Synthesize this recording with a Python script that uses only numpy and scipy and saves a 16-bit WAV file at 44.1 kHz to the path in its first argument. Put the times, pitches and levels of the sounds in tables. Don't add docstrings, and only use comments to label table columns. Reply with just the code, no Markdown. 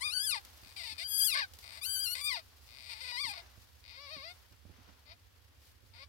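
import sys
import numpy as np
from scipy import signal
from scipy.fft import rfft, irfft
from scipy.io import wavfile
from scipy.ndimage import uniform_filter1d

SR = 44100
rng = np.random.default_rng(int(sys.argv[2]) if len(sys.argv) > 2 else 0)


def store_wav(level_fs):
    pcm = np.round(np.clip(np.atleast_2d(level_fs), -1, 1) * 32767)
    wavfile.write(sys.argv[1], SR, pcm.T.astype(np.int16))


N = 268128
TIME = np.arange(N) / SR
FREQ = np.maximum(np.arange(N // 2 + 1) * SR / N, 1)


def from_db(db):
    return 10 ** (np.asarray(db) / 20)


def rms_one(x):
    return x / np.sqrt(np.mean(x ** 2) + 1e-20)


def gains(points):
    hz, db = np.transpose(points)
    return from_db(np.interp(np.log(FREQ), np.log(hz), db))


def colour(x, gain):
    return irfft(rfft(x) * gain, N)


def above(hz, steepness=16):
    return 1 / (1 + (hz / FREQ) ** steepness)


def drift(rate_hz):
    return rms_one(colour(rng.standard_normal(N), 1 / (1 + (FREQ / rate_hz) ** 2)))


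def stereo_noise(spectrum, alike):
    mid, side = colour(rng.standard_normal((2, N)), gains(spectrum))
    return rms_one(np.sqrt(1 + alike) * mid + np.sqrt(1 - alike) * side * [[1], [-1]])


def evened(x, size):
    power = uniform_filter1d(uniform_filter1d(x * x, size), size)
    return x / np.sqrt(np.maximum(power, 0) + 1e-5 * np.mean(x * x))


def bursts(events, fade_s):
    envelope = np.zeros(N)
    for start, db in events:
        age = TIME[int(start * SR):] - start
        envelope[int(start * SR):] += from_db(db - 60 * np.minimum(age / fade_s, 4))
    return envelope * rng.standard_normal(N)


# frequency in Hz, relative level in dB.
DRONE_TONE = [(22, -27), (32, -27), (45, -8.5), (58, 2), (76, 6), (96, 1), (120, -11.5), (145, -18),
              (200, -24.5), (400, -50)]
HISS_TONE = [(88, -37), (150, -10), (263, 9), (314, 1.5), (530, 4.5), (595, -2), (656, -1.5), (1150, -0.5),
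             (1940, 0.5), (2140, -2), (3350, -1), (3620, -6), (15500, -27)]


def background():
    drone = from_db(-64) * stereo_noise(DRONE_TONE, alike=.71) * from_db([[-3], [3]])
    hiss = from_db(-71.5) * stereo_noise(HISS_TONE, alike=.099)
    return drone + hiss


# middle in seconds, half length in seconds,
# relative level of the crisp rustle in dB, and of the soft rubbing in dB.
WRIGGLES = [(0.46, 0.02, -81, -85), (0.597, 0.01, -84, -92), (1.619, 0.023, -66.5, -85),
            (2.68, .06, -73, -73), (3.457, 0.089, -78, -67), (3.618, 0.045, -75, -78),
            (4.354, 0.074, -75.5, -70), (4.532, 0.013, -93, -72), (4.871, 0.12, -98, -69.5),
            (5.664, .05, -73.5, -85), (5.88, 0.03, -77, -101)]


def wriggling():
    settling_db = [-68.5 - 2 * TIME, -67.5 - 2.28 * TIME]
    power = from_db(settling_db) ** 2
    for middle, half, rustle_db, rubbing_db in WRIGGLES:
        swell = np.exp(-np.minimum(((TIME - middle) / half) ** 2, 20))
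        power += from_db([[rustle_db], [rubbing_db]]) ** 2 * swell
    return np.sqrt(power)


# start in seconds, relative level in dB.
STALK_TICKS = [(0.4499, -39.5), (0.5751, -47), (0.5994, -54), (1.5359, -40), (1.5494, -52), (1.5878, -40),
               (4.5244, -56)]
# frequency in Hz, relative level in dB.
STRAW_TONE = [(500, -14), (1500, -16.5), (4700, -5.5), (6500, -12), (9000, -14.5), (12000, -11),
              (16000, -13)]
FUR_TONE = [(200, -8), (500, -3), (1000, 1), (1900, -2.5), (3000, -5.5), (6000, -9.5), (16000, -61.5)]


def straw():
    stir, rub = wriggling()
    flicks = np.array([bursts(STALK_TICKS, fade_s=.035) for side in "LR"])
    ticks = colour(flicks, gains(STRAW_TONE) / gains(STRAW_TONE).max())
    rustle = stir * from_db(8.5 + 1.5 * drift(72)) * stereo_noise(STRAW_TONE, alike=.09)
    rubbing = rub * from_db(3.5 + 1.8 * drift(30)) * stereo_noise(FUR_TONE, alike=.16)
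    return (ticks + rustle + rubbing) * from_db([[1], [-1]])


def call_span(start, end, attack_s=.007, release_s=.022):
    span = np.flatnonzero((TIME > start - 2 * attack_s) & (TIME < end + 2 * release_s))
    early = np.maximum(start - TIME[span], 0) / attack_s
    late = np.maximum(TIME[span] - end, 0) / release_s
    return span, -21.5 * (early + late)


# pitch in Hz, change of bass in dB.
BASS_BY_PITCH = [(550, -8), (780, -8.5), (920, -9), (1200, -18.5), (1600, -21)]
# time in seconds, pitch in Hz,
# relative level in dB, change of treble in dB.
SQUEALS = [
    [(0.01, 965, -50, 2), (0.02, 1046, -41.5, -3.5), (0.042, 1197, -39.5, -9.5), (0.064, 1236, -37.5, -9),
     (0.088, 1170, -40.5, -11), (0.118, 1349, -44.5, -4.5), (0.142, 1542, -37.5, -8),
     (0.176, 1489, -36, -7), (0.25, 1730, -41.5, 1.5), (0.302, 1452, -38.5, 4), (0.326, 1185, -37, -9),
     (0.336, 1208, -36.5, -18), (0.352, 923, -41.5, -10.5), (0.382, 779, -48.5, -13)],
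    [(1.034, 1608, -46.5, -9), (1.062, 1567, -41, -19.5), (1.092, 1637, -52.5, 12.5),
     (1.122, 1630, -40.5, 4.5), (1.174, 1593, -40.5, 4.5), (1.192, 1675, -40.5, 11), (1.218, 1570, -33, 0),
     (1.238, 1611, -34, 3), (1.25, 1713, -37, 8), (1.264, 1661, -37.5, 8), (1.286, 1444, -37.5, 4),
     (1.322, 1257, -37, -9.5), (1.346, 1034, -34.5, -8)],
    [(1.816, 1155, -46.5, -12), (1.836, 1250, -46.5, 5.5), (1.864, 1540, -40, 0), (1.938, 1585, -42.5, 1.5),
     (1.966, 1519, -35.5, -3), (1.994, 1547, -41.5, 4.5), (2.018, 1593, -40.5, -7),
     (2.038, 1615, -39, -1.5), (2.07, 1374, -39.5, -1), (2.094, 1412, -44, 1.5), (2.122, 1461, -41.5, 1.5),
     (2.142, 1480, -41, 2)],
    [(2.212, 1174, -41, -5), (2.234, 1153, -45.5, -4), (2.246, 1191, -40, 1.5), (2.29, 1223, -36.5, -14),
     (2.318, 1016, -39, -14.5), (2.332, 1013, -39, -12), (2.352, 905, -41, -20), (2.374, 692, -45, -19),
     (2.395, 624, -51.5, -16)],
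    [(3.005, 478, -48.5, -11.5), (3.017, 519, -46.5, -15), (3.025, 537.7, -51, -8), (3.047, 487, -46, -14),
     (3.069, 509.5, -49, -11), (3.089, 488.2, -44.5, -16), (3.114, 498, -44.5, -14)],
    [(3.118, 978, -45.5, -20), (3.162, 963, -43.5, -14.5), (3.21, 1178, -38.5, -16),
     (3.224, 1232, -41.5, -10.5), (3.24, 1118, -37, -20), (3.278, 879, -45, -7.5), (3.302, 804, -44, -8.5),
     (3.32, 820, -46, -8)],
    [(3.975, 520.6, -54.5, -23.5), (4.003, 568, -55, -23), (4.049, 577.4, -52, -28),
     (4.083, 535, -54.5, -19), (4.135, 652, -49.5, -20), (4.177, 555, -52, -23), (4.211, 527.4, -54, -22),
     (4.259, 665, -50.5, -27), (4.315, 730, -54, -14)],
]
# widest jaw opening from 0 to 1, change of bass in dB, sheen
# (the very highest overtones) in dB, starting roughness from 0 to 1, roughness added per octave of sag.
SQUEAL_MANNERS = [(0.65, 2, -9, 0, .25), (0.87, -5, 0.5, 0.01, 0.598), (1, -2, -0.5, 0.03, 0.297),
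                  (0.1, -2.5, 9, 0.05, 0.31), (.05, -9.5, 7, .15, .3), (0.06, -2, 7, 0.06, 0.271),
                  (.05, -2.5, 13, 0.07, 0.298)]


def squeals(jaw_shut_hz=900, jaw_open_hz=1440, clear_octaves=.2):
    for curve, (widest, bass_db, sheen_db, first_rough, hoarseness) in zip(SQUEALS, SQUEAL_MANNERS):
        times, *columns = np.transpose(curve)
        span, fade_db = call_span(times[0], times[-1])
        pitch, level, treble = (np.interp(TIME[span], times, column) for column in columns)
        sag_octaves = np.log2(np.maximum.accumulate(pitch) / pitch)
        rough = first_rough + hoarseness * np.maximum(sag_octaves - clear_octaves, 0)
        bass = bass_db + np.interp(pitch, *np.transpose(BASS_BY_PITCH))
        jaw = widest * np.clip((pitch - jaw_shut_hz) / (jaw_open_hz - jaw_shut_hz), 0, 1)
        yield span, (level + fade_db, pitch, rough, bass, treble, sheen_db, jaw, 0)


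# start and length in seconds, first and last
# pitch in Hz, relative level and swell in dB, first and last roughness from 0 to 1,
# changes of bass and treble in dB, how nasal it is from 0 to 1.
GRUNTS = [(0.637, 0.097, 71.94, 149.7, -62, 0, 0.1, 0.63, -37, -7, 0.02),
          (0.766, 0.059, 782, 683, -46.5, -1, 0.28, 0.44, -22, -11.5, 0),
          (.834, 0.094, 949, 866, -46, 0, 0.33, 0.45, -21, -11.5, 0.08),
          (0.939, 0.04, 236.5, 237.5, -61, -2, 0.14, 0.9, -16, -14, 0.4),
          (.981, .052, 601, 791, -44, 2, 0.3, 0.02, -22, -11, 0.53),
          (1.349, .051, 1060, 1190, -36.5, -1, 0.7, 0.71, -9.5, -18, 1),
          (1.4, .04, 1020, 717, -41.5, -8.5, .22, .2, -5.5, -23, 0.58),
          (1.631, .082, 280.8, 197.4, -55.5, 1, .45, 0.46, -14.5, -9, 0),
          (1.719, .071, 410.4, 670.4, -53.5, 1, 0.28, 0.48, -14, -7.5, 0.23),
          (2.147, 0.072, 984, 1158, -45.5, -4, 0.76, 0.44, -17.5, -6, 0.17),
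          (2.68, 0.13, 105.4, 150, -59, 8, 0.25, 0.29, -21, -14.5, .05),
          (2.805, 0.091, 250.6, 440, -55, 5.5, 0.53, .5, -20.5, -11.5, 0.06),
          (2.895, 0.041, 478.2, 438.7, -47, 0.5, 0.23, 0.22, -18.5, -12, 0.1),
          (2.944, 0.067, 421, 476.4, -53.5, -1, 0.37, .35, -15, -13, .1),
          (3.324, .078, 817.3, 633.5, -50.5, -3, .65, .6, -11.5, -16.5, 0.03),
          (3.836, 0.071, 84.26, 159, -59, 8, 0.36, 0.48, -21, -23, 0.05),
          (3.907, 0.068, 411, 530, -56.5, 0.5, 0.46, 0.14, -16.5, -25, 0),
          (5.057, 0.069, 538, 667, -61.5, 12, 0.49, 0.46, -12, -35, 0),
          (5.936, .101, 439, 573, -59, 11, 0.29, 0.11, -11.5, -19.5, 0)]


def grunts(sheen_db=8):
    unsteady = np.exp(.025 * drift(22.16))
    for (start, length, first_hz, last_hz, level_db, swell_db,
         first_rough, last_rough, bass_db, treble_db, nasal) in GRUNTS:
        span, fade_db = call_span(start, start + length)
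        progress = np.clip((TIME[span] - start) / length, 0, 1)
        level = level_db + swell_db * (progress - .5) + fade_db
        pitch = first_hz * (last_hz / first_hz) ** progress * unsteady[span]
        rough = first_rough + (last_rough - first_rough) * progress
        yield span, (level, pitch, rough, bass_db, treble_db, sheen_db, 0, nasal)


def voice_controls():
    controls = np.outer([-120., 600, .5, 0, 0, 0, 0, 0], np.ones(N))
    for span, values in [*squeals(), *grunts()]:
        call = np.array(np.broadcast_arrays(*values))
        stronger = call[0] > controls[0, span]
        controls[:, span[stronger]] = call[:, stronger]
    return controls


def vocal_folds(pitch, rough):
    waver = .004 * drift(90) * (1 + 12 * rough)
    cycles = np.cumsum(pitch * (1 + waver)) / SR
    count = np.arange(1, int(cycles[-1]))
    due = np.interp(count, cycles, np.arange(N))
    sample = due.astype(int)
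    uneven, period = rough[sample], SR / pitch[sample]
    timing_luck, size_luck = rng.standard_normal((N // 16, 2))[count].T
    limp = 2.2 * (-1) ** count * drift(34.5)[sample]
    at = due + .042 * uneven * period * (timing_luck + limp)
    size = np.sqrt(period) * from_db(4.5 * uneven * (size_luck + limp))
    taps = at.astype(int)[:, None] + np.arange(-7, 9)
    offset = taps - at[:, None]
    shape = np.sinc(offset) * np.cos(np.pi * offset / 16) ** 2
    puffs = np.bincount(np.clip(taps, 0, N - 1).ravel(), (size[:, None] * shape).ravel(), N)
    rasp = (.28 * rough + .018) * np.cos(np.pi * cycles) ** 2 * rng.standard_normal(N)
    return puffs + rasp


# frequency in Hz, width in Hz, relative level in dB.
THROAT_RINGS = [(656, 380, -5.5), (890, 88, 0.5), (1134, 126, -3.5), (1405, 101, -0.5), (2080, 159, 6.5),
                (2449, 103, 6.5), (2796, 143, -1.5), (3850, 296, 5), (4472, 233, 7.5), (4778, 310, 7),
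                (5720, 150, -9)]


def throat(puffs):
    out = np.zeros(N)
    for k, (hz, width, db) in enumerate(THROAT_RINGS):
        decay = np.exp(-np.pi * width / SR)
        feedback = [1, -2 * decay * np.cos(2 * np.pi * hz / SR), decay ** 2]
        ring = signal.lfilter([1, 0, -1], feedback, puffs) * (1 - decay ** 2) / 2
        out += (-1) ** k * from_db(db) * ring
    return out


def mouth(puffs, jaw, block_size=128):
    hz = np.interp(jaw, [0, 1], [8480, 10920])
    width_hz = np.interp(jaw, [0, 1], [960, 3400])
    decay = np.exp(-np.pi * width_hz / SR)
    turn = 2 * decay * np.cos(2 * np.pi * hz / SR)
    out, state = np.zeros(N), np.zeros(2)
    for i in range(0, N, block_size):
        block = slice(i, i + block_size)
        out[block], state = signal.lfilter([1, 0, -1], [1, -turn[i], decay[i] ** 2], puffs[block], zi=state)
    return out


# frequency in Hz, relative level in dB.
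NOSE_TONE = [(500, -54), (900, -12), (1250, -8), (1600, 5.5), (1950, 3)]
PALATE_TONE = [(6000, 9), (7200, -0.5), (8200, -2), (9200, 3), (10300, -0.5), (11500, 2), (15000, 0)]


def kits(low_hz=501.2, bass_edge_hz=1894, treble_edge_hz=6680, sheen_hz=11900, top_hz=14700):
    level, pitch, rough, bass_db, treble_db, sheen_db, jaw, nasal = voice_controls()
    pitch = np.clip(uniform_filter1d(pitch, size=700), .985 * pitch, 1.015 * pitch)
    rough = np.clip(uniform_filter1d(rough, size=450), 0, 1)
    puffs = vocal_folds(pitch, rough)
    voice = throat(puffs)
    nose = nasal * from_db(6) * colour(puffs, gains(NOSE_TONE))
    bass = colour(voice + nose, above(low_hz) - above(bass_edge_hz))
    middle = colour(voice, above(bass_edge_hz) - above(treble_edge_hz))
    treble = colour(mouth(puffs, jaw), (above(treble_edge_hz) - above(top_hz)) * gains(PALATE_TONE))
    treble += (from_db(sheen_db) - 1) * colour(treble, above(sheen_hz, steepness=32))
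    out = np.zeros(N)
    for band, db in [(bass, bass_db + 8), (middle, 6), (treble, treble_db + 4)]:
        loudness = uniform_filter1d(from_db(level + db), size=100)
        out += loudness * evened(band, size=600)
    return out


# delay in seconds, then left and right level in dB
BOARD_ECHOES = [(.00115, -13, -10.5), (.0019, -12, -5), (.0031, -16, 2.5)]
# frequency in Hz, dB taken off the right side.
RIGHT_SIDE_LOSS = [(300, 12), (600, 1), (1100, 8.5), (1600, 6.5), (2250, 21.5), (2900, 14), (4500, 24),
                   (6500, 11), (8500, 20.5), (11200, 29), (14000, 10), (16000, -7)]


def nest_box(cries, fade_s=.04, right_lag_s=.0003633):
    age = TIME[:SR // 8]
    scatter = rng.standard_normal((2, len(age))) * from_db(-60 * age / fade_s) * (age > .002)
    scatter /= np.sqrt(np.sum(scatter ** 2, axis=1, keepdims=True))
    paths = 1 + rfft(scatter, N) * from_db([[-9.5], [2]])
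    for delay, left_db, right_db in BOARD_ECHOES:
        paths += from_db([[left_db], [right_db]]) * np.exp(-2j * np.pi * FREQ * delay)
    paths[1] *= np.exp(-2j * np.pi * FREQ * right_lag_s) / gains(RIGHT_SIDE_LOSS)
    return colour(cries, paths)


# start in seconds, relative level in dB, dB added for its scuff.
BUMPS = [(0.63, -43.5, -28), (0.662, -51, -22), (0.919, -58, -11), (3.25, -37.5, -39), (3.277, -53, -11.5),
         (3.574, -51.5, -14), (4.165, -53, -10.5), (4.18, -51, -34), (4.51, -49.5, -17.5),
         (4.653, -37.5, -25.5), (4.695, -49, -14), (4.785, -45.5, -18), (4.876, -51.5, -10),
         (4.89, -50, -30), (5.829, -61, -10)]
# frequency in Hz, seconds to fade by 60 dB, relative level in dB.
BOX_NOTES = [(92, 0.086, -0.5), (167, 0.02, -2), (268, 0.062, -14), (347, 0.058, -21.5), (526, 0.01, -12.5),
             (890, 0.014, -74)]


def bumps(low_cut_hz=92.5):
    push = bursts([(start, db + scuff_db) for start, db, scuff_db in BUMPS], fade_s=.11)
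    for start, db, _ in BUMPS:
        push[int(start * SR)] += from_db(db)
    wood = np.zeros(N)
    for hz, fade_s, db in BOX_NOTES:
        decay, angle = from_db(-60 / (fade_s * SR)), 2 * np.pi * hz / SR
        feedback = [1, -2 * decay * np.cos(angle), decay ** 2]
        wood += from_db(db) * signal.lfilter([0, np.sin(angle)], feedback, push + 1e-18)
    low_cut = signal.butter(2, low_cut_hz, "high", fs=SR, output="sos")
    return signal.sosfilt(low_cut, wood) * from_db([[-18.5], [-4.5]])


def scene():
    return nest_box(kits()) + straw() + bumps() + background()


def record(dry, cutoff_hz=15850):
    return colour(dry, 1 / np.sqrt(1 + (FREQ / cutoff_hz) ** 300))


dry = scene()
out = record(dry)
store_wav(out)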